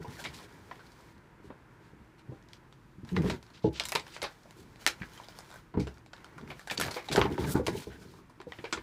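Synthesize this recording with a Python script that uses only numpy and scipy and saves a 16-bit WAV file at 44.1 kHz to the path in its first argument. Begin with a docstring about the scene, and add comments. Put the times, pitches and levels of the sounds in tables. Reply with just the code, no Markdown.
"""A small furnished room, one microphone close to a big hollow toy car.
Behind the car, hands work a clear plastic tray and small toy pieces: the thin tray snaps and crackles,
and the pieces ring briefly when tapped. Hands bump the car and drag things along it, so its shell booms.
Sleeves and packaging rustle between the contacts. Underneath lies a low hum, louder in the first second,
and a faint hiss that slowly fades after it."""
import sys
import numpy as np
from scipy import signal
from scipy.fft import rfft, irfft, next_fast_len
from scipy.io import wavfile
from scipy.ndimage import uniform_filter1d, map_coordinates

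SR = 44100
rng = np.random.default_rng(int(sys.argv[2]) if len(sys.argv) > 2 else 0)


def wav_record(signal):
    """Record a signal, one row per channel, as 16-bit PCM in the file named by sys.argv[1]."""
    frames = np.transpose(np.atleast_2d(signal))
    bounded = np.clip(frames, -1, 1)
    # unit amplitude maps onto the largest positive 16-bit level
    quanta = np.round(bounded * 32767).astype(np.int16)
    wavfile.write(sys.argv[1], SR, quanta)


N = 388988


def amp(db):
    return 10 ** (np.asarray(db) / 20)


def unit(x):
    return x / np.sqrt(np.mean(x ** 2) + 1e-20)


def burst(x):
    """Scale a short sound to the energy of 20 ms at rms 1."""
    return x * np.sqrt(.02 * SR / (np.sum(x ** 2) + 1e-20))


def along(points, hz):
    """Read between (Hz, value) points on a log frequency axis."""
    freqs, values = np.transpose(points)
    return np.interp(np.log(hz + 1), np.log(freqs + 1), values)


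def wobble(rate):
    """A smooth random curve, rate knots a second."""
    return map_coordinates(rng.standard_normal(int(N * rate / SR) + 4), [np.arange(N) * rate / SR])


def filtered(x, response):
    """Filter x by a gain given as a function of frequency."""
    size = next_fast_len(len(x) + 8192)
    return irfft(rfft(x, size) * response(np.fft.rfftfreq(size, 1 / SR)), size)[:len(x)]


def coloured(x, spectrum):
    """Shape x by (Hz, dB) points, at rms 1."""
    return unit(filtered(x, lambda hz: amp(along(spectrum, hz))))


def add(track, start, sound):
    """Mix a sound in at start seconds."""
    part = track[max(round(start * SR), 0):][:len(sound)]
    part += sound[:len(part)]


def swells(rows, attack_s, release_s, sag_db_per_s):
    """Gain of (start, length, dB) rows: each sets in, eases off and dies away."""
    gain = np.zeros(N)
    for start, length, db in rows:
        t = np.arange(int((length + 10 * release_s) * SR)) / SR
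        onset = 1 - np.exp(-t / attack_s)
        release = np.exp(-np.maximum(t - length, 0) / release_s)
        add(gain, start, amp(db - sag_db_per_s * t) * onset * release)
    return gain


def slips(rate, spread_db, smooth):
    """Friction: tiny slips of uneven size, rate a second, over a smooth rub."""
    grains = (rng.random(N) < rate / SR) * rng.standard_normal(N)
    grains *= amp(spread_db * np.clip(rng.standard_normal(N), -2, 2))
    return unit(unit(grains) + smooth * rng.standard_normal(N))


def ringing(modes, t, detune, soft_db=0):
    """Damped (Hz, dB, t60) modes, struck with new strengths; a soft blow loses soft_db per octave."""
    hz, db, t60 = np.transpose(modes)[:, :, None]
    pitch, size, sign = rng.standard_normal((3, len(modes), 1))
    level = db + 2 * size - soft_db * np.log2(hz / hz[0]) - 60 * t / t60
    return np.sum(np.sign(sign) * amp(level) * np.sin(2 * np.pi * hz * (1 + detune * pitch) * t), 0)


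def spot(force, hz, q):
    """The one mode that rings most where a contact lands."""
    return signal.lfilter(*signal.iirpeak(hz, q, fs=SR), force)


# The room's short tail. Each row: frequency in Hz, time to fall 60 dB in seconds.
ROOM_DECAY = [(150, 0.28), (600, 0.18), (1500, 0.17), (4000, 0.14), (12000, 0.13)]
# The near walls, heard from the microphone. Each row: echo delay in seconds, relative gain.
WALL_ECHOES = [(0.0042, 0.14), (0.01, 0.17), (0.0096, 0.23), (0.022, 0.11)]
def room(x, wet_db, echo_db):
    """Near walls echo, then a short tail dies; each call draws a new tail, as for a new position."""
    hz, t, noise = signal.stft(rng.standard_normal(SR // 4), SR, nperseg=256)
    decay = amp(-60 * t / along(ROOM_DECAY, hz)[:, None])
    tail = signal.istft(noise * decay * (1 - np.exp(-t / 0.0022)), SR, nperseg=256)[1]
    response = amp(wet_db) * tail / np.linalg.norm(tail)
    for delay, gain in WALL_ECHOES:
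        add(response, delay * rng.uniform(.92, 1.08), np.array([gain * amp(echo_db)]))
    return signal.fftconvolve(x, response)


# Room tone at the microphone. Each row: frequency in Hz, relative density in dB.
HUM_SPECTRUM = [(21, -44), (35, 3), (87, -6), (112, 1.5), (191, -4), (280, -9), (326, -2.5), (370, -9.5),
                (680, -21.5), (970, -14.5), (1130, -17), (1570, -17.5), (2480, -25), (2960, -28.5),
                (15000, -44.5)]
def room_hum(level_db=-58, waver_db=0.74):
    """The low noise and faint hiss of the room, wavering slightly."""
    return amp(level_db + waver_db * wobble(15)) * coloured(rng.standard_normal(N), HUM_SPECTRUM)


# Rubbed plastic and cloth. Each row: frequency in Hz, relative density in dB.
SWISH_SPECTRUM = [(800, -7), (2300, 4.5), (4000, 8), (5500, 2), (8000, 0.5), (11000, -4), (15000, -10)]
# Sleeves and packaging brushing near the microphone. 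Each row: start, rise and fall in seconds,
# relative level in dB, tilt in dB per octave, upper edge in Hz.
SWISH_STROKES = [(.075, .04, .1, -59, .5, 18000), (.15, .09, .06, -53, 1, 18000),
                 (.24, .195, .02, -53.5, -1, 18000), (1.419, 0.037, 0.052, -67.5, -1, 18000),
                 (1.8, .05, .08, -69, -1, 9000), (2.3, .04, .08, -71, -1, 9000),
                 (2.18, 0.022, 0.021, -57, -4, 18000), (2.495, .04, .05, -66, 2, 7500),
                 (3.243, 0.028, 0.085, -34, -5, 18000), (3.535, .012, .06, -53, 0, 6000),
                 (3.62, .035, .04, -50, -1, 6000), (3.725, .04, .05, -48.5, -.5, 6000),
                 (4.115, .04, 0.04, -50, -1, 9000), (4.559, 0.041, 0.043, -58.5, 2, 18000),
                 (6.7, 0.013, 0.044, -44.5, 7, 18000), (7.111, 0.024, 0.072, -42.5, 1.5, 18000),
                 (7.42, .08, .02, -48, 6, 18000), (7.485, 0.045, 0.016, -39.5, 8.5, 20000),
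                 (7.711, .09, 0.04, -48, 2.5, 18000)]
def swishes(level_db=-3.5, grit_db=2.0):
    """Each rub swells and fades with its speed, catching and slipping many times a second."""
    out, t = np.zeros(N), np.arange(SR // 2) / SR
    grit = amp(grit_db * (wobble(170) + wobble(44)))
    for start, rise, fall, db, tilt, edge_hz in SWISH_STROKES:
        def colour(hz):
            tilted = amp(along(SWISH_SPECTRUM, hz) + tilt * np.log2(hz + 1))
            return tilted / np.sqrt(1 + (hz / edge_hz) ** 8)

        speed = np.interp(t, [0, rise, rise + fall], [0, 1, 0])
        rub = unit(filtered(rng.standard_normal(len(t)), colour))
        add(out, start, amp(db + level_db) * np.sqrt(speed) * rub)
    return out * grit


# The long row at 1.147 s is a faint background hiss that slowly fades as the recorder settles;
# the others are moves of tray and packaging behind the car.
# Each row: start and length in seconds, relative levels of the scrape and rustle bands in dB.
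SLIDES_AND_HISS = [(0.0, 0.086, -49, -56.5), (0.096, 0.35, -52.5, -57.5), (0.477, 0.64, -59, -64.5),
                   (1.147, 1.53, -62.5, -95), (3.062, 0.28, -52, -57), (3.216, 0.096, -45.5, -55.5),
                   (3.4, 0.51, -66, -72), (3.758, 0.25, -53, -60.5), (4.02, 0.22, -59.5, -60),
                   (4.196, 0.08, -49, -57), (4.3, 0.49, -64, -66.5), (4.789, 0.8, -56, -58),
                   (5.764, 0.2, -67, -68.5), (6.136, 0.43, -58, -68.5), (6.476, 0.24, -66, -63),
                   (6.686, 0.094, -52, -66), (6.8, 0.17, -46.5, -45), (7.005, 0.081, -54, -55),
                   (7.147, 0.1, -39, -47), (7.298, 0.28, -47, -53.5), (7.633, 0.2, -53, -52.5),
                   (7.862, 0.33, -69.5, -62.5), (8.464, 0.48, -62, -63.5)]
def band_gains():
    """The scrape and rustle bands swell together, for a move of the tray or for the fading hiss."""
    starts, lengths, *levels = np.transpose(SLIDES_AND_HISS)
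    return [swells(zip(starts, lengths, db), attack_s=0.018, release_s=0.028, sag_db_per_s=2.5)
            for db in levels]


def packaging_ticks(level_db=2, spread_db=15, count=220, rustle_cap_db=-41):
    """Flexing packaging gives stray ticks that follow its rustle up to a cap; few are strong."""
    out, t = np.zeros(N), np.arange(1024) / SR
    rustle = np.minimum(band_gains()[1], amp(rustle_cap_db))
    for when, pitch, size in rng.random((count, 3)):
        force = rng.standard_normal(len(t)) * np.exp(-t / 0.0027)
        tick = burst(spot(force, 1400 * 4 ** pitch, q=4))
        gain = rustle[int(when * N)] * amp(level_db - spread_db * np.sqrt(size))
        add(out, when * N / SR, gain * tick)
    return out + room(out, wet_db=-6, echo_db=0)[:N]


def shifting_grip(x, depth_db):
    """A shifting grip brings out different resonances from moment to moment."""
    frames = signal.stft(x, nperseg=512)[2]
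    patches = uniform_filter1d(rng.standard_normal(frames.shape), size=4, axis=0)
    patches = unit(uniform_filter1d(patches, size=7, axis=1))
    return unit(signal.istft(frames * amp(depth_db * patches), nperseg=512)[1][:N])


# The scrape and rustle bands, close up. Each row: frequency in Hz, relative density in dB.
SCRAPE_SPECTRUM = [(240, -9), (400, -8.5), (762, -10), (947, -3.5), (1190, -13.5), (1410, -8),
                   (2240, -14.5), (2500, -19), (3500, -30.5), (4550, -53), (7700, -120)]
RUSTLE_SPECTRUM = [(1180, -25.5), (2000, -17.5), (2350, -4.5), (2540, -14), (3200, -7), (5310, -9),
                   (9430, -16.5), (11200, -18), (14700, -20.5), (15500, -17.5)]
def sliding_and_hiss(scrape_db=-1, rustle_db=-3, catch_db=-54.5, crackle_db=-58):
    """The tray scrapes and packaging crackles; light touches and the background hiss stay smooth."""
    def friction(gain, rough_from_db, flutter_db, grains, spectrum):
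        roughness = np.minimum(gain / amp(rough_from_db), 1) ** 2
        catching = amp(flutter_db) * coloured(grains, spectrum)
        smooth = coloured(rng.standard_normal(N), spectrum)
        return gain * (np.sqrt(roughness) * catching + np.sqrt(1 - roughness) * smooth)

    scrape_gain, rustle_gain = band_gains()
    pressure_db = 3.5 * wobble(35) + 0.1 * wobble(14)
    coarse = shifting_grip(slips(rate=500, spread_db=1.5, smooth=1.0), depth_db=3.5)
    fine = shifting_grip(slips(rate=990, spread_db=1, smooth=1.0), depth_db=2)
    scrape = friction(scrape_gain, catch_db, pressure_db / 2, coarse, SCRAPE_SPECTRUM)
    rustle = friction(rustle_gain, crackle_db, pressure_db, fine, RUSTLE_SPECTRUM)
    return amp(scrape_db) * scrape + amp(rustle_db) * rustle


# A hand sticking and slipping on the car. Each row: start and length in seconds, level in dB,
# slips per second.
HAND_GROANS = [(3.116, 0.053, -30.5, 172), (3.166, .058, -26.5, 180), (3.242, 0.0354, -27, 180)]
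def hand_groans(octave_db=-11, jitter=0.064):
    """Nearly regular slips make the shell hum a low note that swells and fades with the push."""
    out = np.zeros(N)
    for start, length, db, hz in HAND_GROANS:
        t = np.arange(int(length * SR)) / SR
        drift = np.interp(t, np.linspace(0, length, 5), rng.standard_normal(5))
        phase = 2 * np.pi * (rng.random() + np.cumsum(hz * (1 + jitter * drift)) / SR)
        note = unit(np.sin(phase) + amp(octave_db) * np.sin(2 * phase))
        push = np.sqrt(np.abs(np.sin(np.pi * t / length)))
        add(out, start, amp(db) * push * note)
    return out


# The hollow car's low and upper modes. Each row: pitch in Hz, relative level in dB, t60 in seconds.
BASS_MODES = [(64.7, -10, 0.35), (89, -6, 0.099), (135.7, 3.5, 0.076), (154, 1, 0.057), (194.4, -2, 0.077),
              (245.8, -8, 0.15)]
SHELL_MODES = [(332, 3.5, 0.028), (397.6, -2, 0.047), (481.3, -9, 0.053), (604, -6.5, 0.022),
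               (827, -24, 0.18), (960, -19.5, 0.043)]
# Dull bumps on the car, close to the microphone. Each row: start in seconds, relative level in dB,
# bass offset in dB, pitch of the struck panel in Hz.
CAR_BUMPS = [(.046, -43.5, -26, 457), (.078, -57, 17, 348), (1.135, -70, 13, 330), (1.165, -68, 15, 327),
             (1.399, -59.5, 4, 350), (1.444, -54.5, 5, 392), (1.472, -67, 18, 330), (1.503, -47, -11, 283),
             (1.801, -59, -3, 326), (1.858, -64, 5, 330), (1.931, -57.5, 6.5, 327), (2.002, -67, 13, 330),
             (2.289, -51.5, 12, 334), (2.32, -45.5, -11, 327), (2.981, -59.5, 15, 333),
             (3.032, -55.5, 15.5, 330), (3.198, -35.5, 2, 323), (3.244, -33.5, 7, 360),
             (3.6417, -24, 0, 328), (3.673, -31.5, -2.5, 321), (3.95, -36.5, -6, 426),
             (4.225, -37.5, -15, 580), (4.864, -36, -17, 339), (5.012, -54, 16.5, 320),
             (5.739, -47, -9.5, 373), (5.772, -30, 6, 336), (5.799, -35, 3.5, 295), (5.869, -42.5, -3, 430),
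             (6.426, -50.5, 9, 430), (6.713, -47, 0.5, 478), (6.784, -42, 3, 494), (6.962, -39, -15, 493),
             (7.149, -29, -14, 402), (7.176, -21.5, -5, 390), (7.252, -32, -17, 380),
             (7.302, -37, -11, 307), (7.381, -33, -21, 370), (7.484, -43, 3, 371), (7.552, -24, -3.5, 330),
             (7.594, -29.5, -2.5, 485), (7.68, -30.5, -7, 336), (7.751, -37.5, -20, 434),
             (7.87, -40, -1.5, 406), (8.054, -60, 9, 402), (8.4, -48, -19, 350), (8.469, -44, -4, 478),
             (8.587, -46.5, -1.5, 357), (8.639, -39, -19, 449), (8.726, -39, -7, 337),
             (8.773, -42, -3, 338)]
def car_bumps(shell_db=-1, bass_db=-2, panel_db=0.5, panel_t60_s=0.072, attack_s=0.0024, softness=0.55):
    """Bumps boom in the hollow car, each at its panel's pitch; the bassier, the softer the contact."""
    out, t = np.zeros(N), np.arange(SR // 4) / SR
    onset = 1 - np.exp(-t / attack_s)
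    for start, db, bass, hz in CAR_BUMPS:
        panel = burst(onset * ringing([(hz, 0, panel_t60_s)], t, detune=0.013))
        body = burst(onset * ringing(SHELL_MODES, t, detune=0.027, soft_db=softness * bass))
        shell = burst(body + amp(panel_db) * panel)
        boom = burst(onset * ringing(BASS_MODES, t, detune=0.083))
        bump = amp(db + shell_db) * shell + amp(db + bass + bass_db) * boom
        add(out, start, bump)
        add(out, start, room(bump, wet_db=-9, echo_db=0))
    return out


# A broad, low rumble. Each row: frequency in Hz, relative density in dB.
RUMBLE_SPECTRUM = [(18, -46), (30, -54), (49, 4), (98, 14), (150, -5), (179, -8), (226, 5), (289, 9.5),
                   (337, 7), (371, 12.5), (475, 3.5), (608, -47), (800, -33), (1040, -54), (1760, -120)]
# The rows at 0.3 s and 0.85 s are low background hum, louder at the start and fading over the first
# second; the others are drags along the car. 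Each row: start and length in seconds, relative level in dB.
DRAGS_AND_HUM = [(0.0, 0.007, -39), (.09, 0.035, -44.5), (.22, 0.066, -44), (.3, 0.49, -53),
                 (.85, 0.36, -68), (2.28, 0.03, -43.5), (4.56, 0.15, -53.5), (3.12, 0.052, -34),
                 (3.17, 0.16, -29.5), (5.745, 0.05, -35), (6.36, 0.16, -47), (6.79, 0.1, -38.5),
                 (7.1, 0.078, -32.5), (7.17, 0.16, -29.5), (7.39, 0.11, -30), (7.54, 0.062, -33),
                 (7.67, 0.11, -34), (7.87, 0.16, -49.5), (8.05, 0.16, -53.5)]
def drags_and_opening_hum(rumble_db=-7, boom_db=-6):
    """Drags judder with a rumble and the car's boom; the opening hum has the same low colour."""
    gain = swells(DRAGS_AND_HUM, attack_s=0.0018, release_s=0.029, sag_db_per_s=5.5)
    rumble = coloured(slips(rate=400, spread_db=2, smooth=.6), RUMBLE_SPECTRUM)
    modes = ringing(BASS_MODES + SHELL_MODES, np.arange(SR // 4) / SR, detune=0)
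    boom = unit(signal.fftconvolve(rng.standard_normal(N), modes)[:N])
    return gain * (amp(rumble_db) * rumble + amp(boom_db) * boom)


# Small loose pieces behind the car. Each row: start in seconds, level in dB, pitch in Hz,
# relative overtone level in dB, t60 in seconds.
PIECE_TAPS = [(0.7128, -44.5, 1000, -4, 0.021), (2.5325, -59, 3330, -9, 0.0052),
              (5.1758, -56.5, 3150, -25, 0.016), (3.9208, -45, 2560, -12, 0.043),
              (3.9555, -32, 945, -11, 0.025), (5.1999, -56, 975, -19, 0.043), (6.6995, -43, 1806, -6, .06),
              (6.7778, -37.5, 4600, -30, 0.0079), (6.8128, -39, 1695, -14, .05),
              (7.2158, -32, 1110, -3, 0.014), (8.521, -48.5, 1945, -16, 0.026),
              (8.7278, -41, 1390, -15, 0.076), (8.728, -42, 2193, -24, .05)]
def piece_taps(overtone_ratio=1.93, attack_s=0.0024):
    """A tapped piece builds up a short, hollow note of two modes."""
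    out, t = np.zeros(N), np.arange(SR // 10) / SR
    onset = 1 - np.exp(-t / attack_s)
    for start, db, hz, overtone_db, t60 in PIECE_TAPS:
        modes = [(hz, 0, t60), (hz * overtone_ratio, overtone_db, t60)]
        note = amp(db) * burst(onset * ringing(modes, t, detune=0.008))
        add(out, start, note)
        add(out, start, room(note, wet_db=-13, echo_db=-25))
    return out


def contact(t, length, grit_db=2.0, swell=0.091, strike=6.4):
    """A first strike, then gritty chatter; long contacts swell like a short scrape."""
    force = rng.standard_normal(len(t))
    force *= amp(grit_db * np.repeat(rng.standard_normal(len(t)), 24)[:len(t)])
    force *= 1 - np.exp(-t / (swell * length))
    force[0] = strike
    return force * np.exp(-t / length)


# The thin tray's resonances. Each row: centre in Hz, width in Hz, relative level in dB.
TRAY_MODES = [(685, 400, 4.5), (870, 140, -16.5), (1430, 610, -6.5), (2100, 160, -1.5), (2306, 170, 4.5),
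              (3130, 970, -2), (3920, 230, 4.5), (4640, 980, -3.5), (5400, 1100, -19), (7600, 260, -2),
              (10820, 330, -9), (13700, 25000, -23)]
def tray_ring(force, damping, detune=0.024, scatter_db=8.0):
    """Grip and striking place change the resonances' pitch and strength; damping widens them."""
    centre, width, db = np.transpose(TRAY_MODES)[:, :, None]
    centre = centre * np.exp(detune * rng.standard_normal(centre.shape))
    gain = amp(db + scatter_db * rng.standard_normal(centre.shape))
    hz = np.fft.rfftfreq(len(force), 1 / SR)
    damped = width * np.where(width < centre, damping, 1)
    peaks = np.abs(hz * damped / (centre ** 2 - hz ** 2 + 1j * hz * damped))
    power = np.sum(gain ** 2 * width / damped * peaks ** 2, 0)
    # the causal response with this power spectrum
    cepstrum = irfft(np.log(power + 1e-6) / 2)
    cepstrum[1:len(force) // 2] *= 2
    cepstrum[len(force) // 2 + 1:] = 0
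    return irfft(rfft(force) * np.exp(rfft(cepstrum)), len(force))


# Sharp contacts of tray and pieces, behind the car. Each row: start in seconds, relative level in dB,
# hollow and bright shares in dB, contact time in seconds, pitch of the struck spot in Hz.
TRAY_CLICKS = [(0.24, -45, -12, -8, 0.0088, 2220), (0.2505, -38, -7.5, -24, 0.014, 2300),
               (0.7122, -49.5, 1, -36, 0.0062, 740), (0.7935, -58.5, 2, -26, 0.014, 1450),
               (0.866, -64, -13, -12, .004, 4220), (0.9193, -65.5, -11, -6, 0.0023, 4200),
               (1.003, -74, 12, -20, 0.0036, 1050), (1.148, -77, -6, -12, .003, 3800),
               (1.18, -73, -9, -7, .002, 4200), (1.5032, -57.5, 7.5, -37, 0.0057, 900),
               (2.426, -71.5, -8, -8, .001, 6000), (2.4873, -65.5, -8, -7, 0.0012, 4660),
               (2.5334, -55.5, -18, -8, 0.00091, 4400), (2.726, -61.5, -1, -12, 0.0009, 3040),
               (3.049, -63, 2, -8.5, 0.0044, 970), (3.0905, -53, -17, -16, 0.0036, 1860),
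               (3.165, -37.5, 1, -23.5, 0.0035, 2280), (3.2986, -37, -1, -14, 0.0074, 950),
               (3.428, -60.5, -4, -6, 0.0027, 4130), (3.466, -66, -7, -11, 0.0014, 4140),
               (3.503, -67, 2, -11, 0.0027, 4140), (3.644, -68, 18, -31, 0.012, 850),
               (3.731, -71, -7, 5, 0.0055, 4400), (3.798, -31, -16.5, -13, 0.0023, 4000),
               (3.8053, -47, 5.5, -18, 0.0037, 2300), (3.837, -47, -32, -7, 0.0021, 4940),
               (3.854, -42, -13, -1.5, 0.0034, 7300), (3.8867, -48, -12, 2, .002, 5500),
               (3.8928, -46.5, -12, -2, .0025, 5000), (3.9204, -40.5, -1, -1.5, 0.0018, 2190),
               (3.9251, -40, -3.5, -37, 0.0022, 2180), (3.9519, -37.5, -2, -4.5, 0.0024, 910),
               (3.9541, -33.5, -5.5, -28, 0.002, 960), (3.9586, -31.5, -3.5, -14, 0.00043, 1030),
               (3.997, -47, -26, -9, 0.0032, 4570), (4.067, -54, -1.5, -15, 0.0029, 1050),
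               (4.143, -56, -7, -8, .007, 4800), (4.1645, -48.5, 2, -22, 0.0021, 2380),
               (4.178, -60, 0, -18, .002, 1500), (4.2184, -40.5, -6, -11, 0.0032, 4000),
               (4.2235, -48, -14, -9, 0.0033, 2170), (4.2287, -40, -1.5, -8, 0.0047, 2220),
               (4.239, -38, -0.5, -20, 0.016, 836), (4.454, -81, 23.5, -11, 0.0046, 607),
               (4.5088, -59.5, -2, -5.5, 0.0009, 2200), (4.759, -61, -2, -14, .0012, 2000),
               (4.819, -68, -14, -8, .001, 4400), (4.865, -24, -14.5, -9, 0.0012, 1334),
               (4.8755, -33, -5.5, -5, 0.0024, 1410), (4.8856, -52, -8, -4, .001, 4200),
               (5.0195, -43, -28, -38, 0.0021, 1730), (5.032, -47, -9, -45, 0.0016, 1550),
               (5.1762, -56, -4, -10, 0.0023, 3150), (5.1993, -65, 16, -22, 0.0021, 990),
               (5.2364, -60, -8, -21, 0.0032, 3100), (5.2855, -54.5, 1.5, -10, 0.0009, 4670),
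               (5.3235, -63, -14, -16, .0012, 3120), (5.3883, -53, 0.5, -2, 0.0018, 5060),
               (5.406, -62, 0, -4, .001, 7000), (5.504, -64, 6, -3, 0.0012, 3780),
               (5.514, -59, 2, -7, 0.0011, 3700), (5.526, -63, 6, -7, 0.0011, 1500),
               (5.541, -62, 7.5, -3, 0.0033, 1520), (5.559, -65, 12.5, -2, 0.0011, 1490),
               (5.7406, -59.5, 15.5, -30.5, 0.0084, 940), (5.772, -54.5, 11.5, -35, 0.013, 900),
               (5.798, -46.5, -15, -9.5, 0.02, 2250), (5.8708, -50.5, 3.5, -12, 0.0075, 2920),
               (5.973, -65, 1, -19, 0.002, 1470), (5.982, -68, 3, -6, .0008, 4640),
               (6.062, -62, 1, -10, 0.0015, 2200), (6.1329, -51.5, 1.5, -14, 0.0033, 1450),
               (6.1652, -63, -17, -12, 0.00083, 3800), (6.18, -65, -8, -14, .002, 1800),
               (6.2447, -56, 2, -8.5, 0.0016, 1410), (6.336, -74, -5, -16, .001, 2300),
               (6.413, -62.5, 2, -13, 0.0013, 3500), (6.4763, -60, 6, -14, 0.0025, 2580),
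               (6.3807, -57, 7.5, -10, 0.004, 1390), (6.503, -44.5, -2.5, -26, 0.013, 2330),
               (6.5944, -56, 3, -7.5, 0.0022, 1850), (6.614, -64, 5, -8, .001, 4200),
               (6.6737, -48, 2, -7.5, 0.0052, 1600), (6.6996, -39, -15, -20, 0.0036, 1700),
               (6.7107, -35.5, -3, -12.5, 0.0074, 2300), (6.7747, -46, -5, -10, 0.0036, 4500),
               (6.7776, -38.5, -20, -9.5, 0.0017, 6450), (6.799, -39.5, 3.5, -3, 0.0029, 1340),
               (6.8025, -49, -6, 5, .0015, 4500), (6.8121, -34.5, -1.5, -3.5, 0.0029, 1660),
               (6.8218, -38, -20, -16, 0.0036, 2770), (6.835, -40.5, -3, -25, 0.0018, 1740),
               (6.8508, -46, 2, -14, 0.001, 4800), (6.8625, -54, 9, -27, 0.0016, 2180),
               (6.8818, -43, 2.5, -31, 0.0059, 920), (6.9098, -42.5, -5, -7, 0.011, 4240),
               (6.9427, -45, -13, -13, 0.0099, 4530), (6.968, -40.5, 1, -19, 0.018, 2200),
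               (7.0863, -41, 0, -14, 0.005, 776), (7.1148, -37, -2, -12, 0.013, 3430),
               (7.1257, -35.5, -18, -6, 0.011, 1540), (7.1602, -32, -2, -12, 0.0015, 1490),
               (7.167, -42.5, 7, -3, 0.0034, 4200), (7.1762, -33, 8, -37, 0.011, 814),
               (7.1936, -49, 17, -1, 0.0019, 910), (7.2151, -28.5, 0.5, -36, 0.00067, 1090),
               (7.2445, -51, -2, -19, 0.0017, 3450), (7.256, -43, 8, -35, 0.0076, 900),
               (7.3226, -54, -12, -14, 0.0045, 3000), (7.3796, -46.5, 5, -30, 0.0013, 896),
               (7.4419, -44.5, 2.5, -43, 0.0087, 920), (7.548, -51, 19, -3, 0.027, 850),
               (7.666, -39, -5.5, -9, 0.0018, 2240), (7.67, -37.5, -0.5, -8, 0.0025, 970),
               (7.6808, -45.5, 9.5, -7, 0.0049, 2100), (7.9, -53, -1, -24, 0.061, 1560),
               (8.015, -59.5, 2.5, -5.5, 0.026, 1500), (8.138, -72, 14, -21, 0.0037, 950),
               (8.187, -77, 17, -24, .004, 1080), (8.297, -70.5, 11.5, -3, 0.01, 1020),
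               (8.402, -56, 4, -19, 0.003, 990), (8.415, -56.5, 2, -12, .002, 1890),
               (8.521, -49, -1, -19, 0.0022, 3140), (8.534, -56, -1, -23, .002, 3000),
               (8.587, -50.5, -6, -26, 0.0084, 1870), (8.6425, -48, 3, -19, 0.0061, 900),
               (8.652, -44, -6.5, -25, 0.009, 2330), (8.7263, -33.5, -0.5, -11, 0.0074, 1400),
               (8.774, -45, -6, -46, 0.0056, 1100)]
def tray_clicks(level_db=-1, force_db=-5, gentle_db=-50.5, hard_hz=8000):
    """Each contact cracks and rings the tray with its own share of hollow, middle and bright sound."""
    out, t = np.zeros(N), np.arange(3072) / SR
    bands = [signal.butter(3, edges_hz, "band", fs=SR, output="sos")
             for edges_hz in [(330, 1500), (1500, 5800), (6000, 17000)]]
    for start, db, hollow, bright, length, hz in TRAY_CLICKS:
        gains = amp(db + level_db + np.array([hollow, 0, bright]))
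        # a dull contact is a soft one: it hardly reaches the upper modes
        softness = signal.butter(2, np.clip(hard_hz * amp(0.61 * (bright + 9.5)), 1100, 17000), fs=SR)
        # a firm grip damps the tray, so hard contacts are dry, broad cracks
        grip_damping = max(amp(0.04 * (db - gentle_db)), 1)
        # a gentle tap rings its own spot, a hard one the whole tray
        spot_db = -2.5 - 0.22 * (db - gentle_db)

        def radiate(damping, share_db):
            force = contact(t, length)
            ring = burst(tray_ring(force, damping)) + amp(force_db) * burst(force)
            ring += amp(share_db) * burst(spot(force, hz, q=9.8))
            ring = signal.lfilter(*softness, ring)
            return sum(gain * burst(signal.sosfilt(band, ring)) for gain, band in zip(gains, bands))

        add(out, start, radiate(grip_damping, spot_db))
        # the walls gather sound from all sides of the tray, which evens out its resonances
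        all_sides = radiate(4.7 * grip_damping, spot_db - 7)
        add(out, start, room(all_sides, wet_db=-6, echo_db=-5))
    return out


def scene():
    """All the handling happens close to one microphone, with the room behind it."""
    contacts = tray_clicks() + piece_taps()
    lows = car_bumps() + drags_and_opening_hum() + hand_groans()
    rustle_and_hiss = sliding_and_hiss() + packaging_ticks() + swishes()
    return (contacts + lows + rustle_and_hiss + room_hum())[None]


def record(dry, low_hz=42, top_hz=15500):
    """The microphone sheds the deepest bass; the treble ends steeply at the band limit."""
    x = signal.sosfilt(signal.butter(2, low_hz, "high", fs=SR, output="sos"), dry[0])
    return filtered(x, lambda hz: 1 / (1 + (hz / top_hz) ** 160))[None]


dry = scene()
out = record(dry)
wav_record(out)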